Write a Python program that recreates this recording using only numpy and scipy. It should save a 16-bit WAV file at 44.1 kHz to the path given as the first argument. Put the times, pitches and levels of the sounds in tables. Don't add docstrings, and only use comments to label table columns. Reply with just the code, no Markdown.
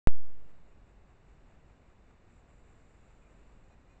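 import sys
import numpy as np
from scipy import signal
from scipy.fft import rfft, irfft
from scipy.io import wavfile
from scipy.ndimage import uniform_filter1d

SR = 44100
rng = np.random.default_rng(int(sys.argv[2]) if len(sys.argv) > 2 else 0)


def log_audio(samples):
    frames = np.atleast_2d(samples).T
    limited = np.clip(frames, -1, 1)
    pcm = np.round(limited * 32767).astype(np.int16)
    wavfile.write(sys.argv[1], SR, pcm)


N = 176400

SWITCH_ON_S, STEP_DB, DRAIN_TAU_S = .0726, -10, .12
# f/Hz, gain/dB
CLICK_RESPONSE = [(100, 0.5), (700, 0.1), (1900, -1), (2800, -3.5), (3700, -7), (5100, -12), (6100, -9.5),
                  (7350, -5.5), (8100, -5.5), (9800, -16.5), (12500, -23), (15800, -35)]


def switch_click(t):
    elapsed_s = np.maximum(t - SWITCH_ON_S, 0)
    step = (t >= SWITCH_ON_S) * np.exp(-elapsed_s / DRAIN_TAU_S)
    return undb(STEP_DB) * colour(step, CLICK_RESPONSE)


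HISS_GAIN_DB, FLICKER_DB, FLICKER_HZ = .5, .5, 14
SWELL_GAIN_DB, SWELL_FIRST_S, SWELL_PERIOD_S, SWELL_SIGMA_S = -1.5, .091, .201, .025
# f/Hz, density/(dB per Hz)
HISS_SPECTRUM = [(15, -78), (50, -80), (80, -85.5), (150, -89.5), (300, -94.5), (650, -99.2),
                 (1100, -103.5), (2000, -108.3), (2700, -111), (3600, -116.3), (5200, -124.5),
                 (6200, -123.5), (6450, -120), (6850, -122), (7300, -120), (8050, -123), (8450, -135),
                 (9000, -155)]
# f/Hz, density/(dB per Hz)
SWELL_SPECTRUM = [(100, -112), (700, -99), (1500, -108), (2450, -108), (3300, -122), (5500, -132),
                  (7300, -117), (8100, -123), (9000, -160)]


def hiss(t):
    steady = undb(HISS_GAIN_DB + FLICKER_DB * walk(FLICKER_HZ)) * noise(HISS_SPECTRUM)
    from_peak_s = (t - SWELL_FIRST_S + SWELL_PERIOD_S / 2) % SWELL_PERIOD_S - SWELL_PERIOD_S / 2
    swell = np.exp(-.5 * (from_peak_s / SWELL_SIGMA_S) ** 2)
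    return steady + undb(SWELL_GAIN_DB) * swell * noise(SWELL_SPECTRUM)


# f/Hz, density/(dB per Hz)
SIZZLE_SPECTRUM = [(500, -118), (1300, -112), (1800, -118), (2400, -112), (3200, -125), (6000, -135),
                   (7030, -119), (7190, -109), (7350, -110.5), (7520, -118), (8050, -118), (8450, -133),
                   (8680, -130), (9000, -155)]
# t/s, gain/dB
SIZZLE_ENVELOPE = [(2.27, -25), (2.305, -1.5), (2.40, .5), (2.445, -25), (2.49, 0), (2.97, -.5), (3.02, -3),
                   (3.07, -.5), (3.5, -4), (3.62, -7), (3.73, -7), (3.83, -23), (3.91, -15), (4.0, -18)]


def sizzle(t):
    times_s, gains_db = np.array(SIZZLE_ENVELOPE).T
    return undb(np.interp(t, times_s, gains_db)) * noise(SIZZLE_SPECTRUM)


WHINE_F0_HZ, WHINE_RAMP_S = 820.5, .006
# harmonic number, relative level/dB
WHINE_HARMONICS = [(3, 0), (5, -11), (7, -14), (8, -11), (9, -11)]
# start/s, length/s, level/dB
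WHINE_EVENTS = [(3.635, .04, -79), (3.704, 0.044, -74.5), (3.891, 0.055, -75), (3.95, .028, -82)]


def whines(t):
    tone = sum(undb(db) * np.sin(2 * np.pi * (harmonic * WHINE_F0_HZ * t + rng.random()))
               for harmonic, db in WHINE_HARMONICS)
    gate = np.zeros(N)
    for start_s, length_s, level_db in WHINE_EVENTS:
        to_edge_s = np.minimum(t - start_s, start_s + length_s - t)
        gate += undb(level_db) * np.clip(to_edge_s / WHINE_RAMP_S, 0, 1)
    return gate * tone


# peak time/s, length/s, centre/Hz, bandwidth/Hz, level/dB
SCUFF_EVENTS = [(2.105, .03, 1600, 1300, -76), (2.37, .03, 2220, 110, -78), (3.25, 0.063, 2450, 110, -75),
                (3.245, 0.054, 2100, 200, -78)]


def scuffs(t):
    out = np.zeros(N)
    for peak_s, length_s, centre_hz, width_hz, level_db in SCUFF_EVENTS:
        edges_hz = [centre_hz - width_hz / 2, centre_hz + width_hz / 2]
        bandpass = signal.butter(2, edges_hz, "band", fs=SR, output="sos")
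        rasp = signal.sosfilt(bandpass, rng.standard_normal(N))
        envelope = np.exp(-(2 * (t - peak_s) / length_s) ** 2)
        out += undb(level_db) * envelope * rasp / rasp.std()
    return out


HUM_HZ, HUM_DB, WAVER_DB, WAVER_HZ = 50.7, -65.5, 2, 2.8


def hum(t):
    return undb(HUM_DB + WAVER_DB * walk(WAVER_HZ)) * np.sin(2 * np.pi * HUM_HZ * t)


def undb(db):
    return 10 ** (np.asarray(db) / 20)


def curve_db(points, hz):
    f, db = np.array(points, float).T
    return np.interp(np.log(np.maximum(hz, 1)), np.log(f), db)


def noise(points):
    hz = np.arange(N // 2 + 1) * SR / N
    return irfft(rfft(rng.standard_normal(N)) * undb(curve_db(points, hz)) * np.sqrt(SR / 2), N)


def colour(x, points, size=2048):
    hz = np.arange(size // 2 + 1) * SR / size
    cepstrum = irfft(np.log(undb(curve_db(points, hz))))
    fold = np.r_[1, np.full(size // 2 - 1, 2), 1, np.zeros(size // 2 - 1)]
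    return signal.fftconvolve(x, irfft(np.exp(rfft(cepstrum * fold))))[:N]


def walk(rate):
    k = int(SR / rate)
    w = uniform_filter1d(uniform_filter1d(np.repeat(rng.standard_normal(N // k + 1), k), k), k)[:N]
    return w / w.std()


def scene():
    t = np.arange(N) / SR
    background = hiss(t) + sizzle(t) + whines(t) + scuffs(t) + hum(t)
    return (switch_click(t) + (t >= SWITCH_ON_S) * background)[None]


NOTCH_MIX, LOWPASS_HZ = .76, 15800
# f/Hz, width/Hz
MIC_NOTCHES = [(3215, 296), (6450, 260)]


def record(dry):
    out = dry
    for centre_hz, width_hz in MIC_NOTCHES:
        notch = signal.iirnotch(centre_hz, centre_hz / width_hz, fs=SR)
        out = (1 - NOTCH_MIX) * out + NOTCH_MIX * signal.lfilter(*notch, out)
    lowpass = signal.ellip(8, .1, 70, LOWPASS_HZ, fs=SR, output="sos")
    return signal.sosfilt(lowpass, out)


dry = scene()
out = record(dry)
log_audio(out)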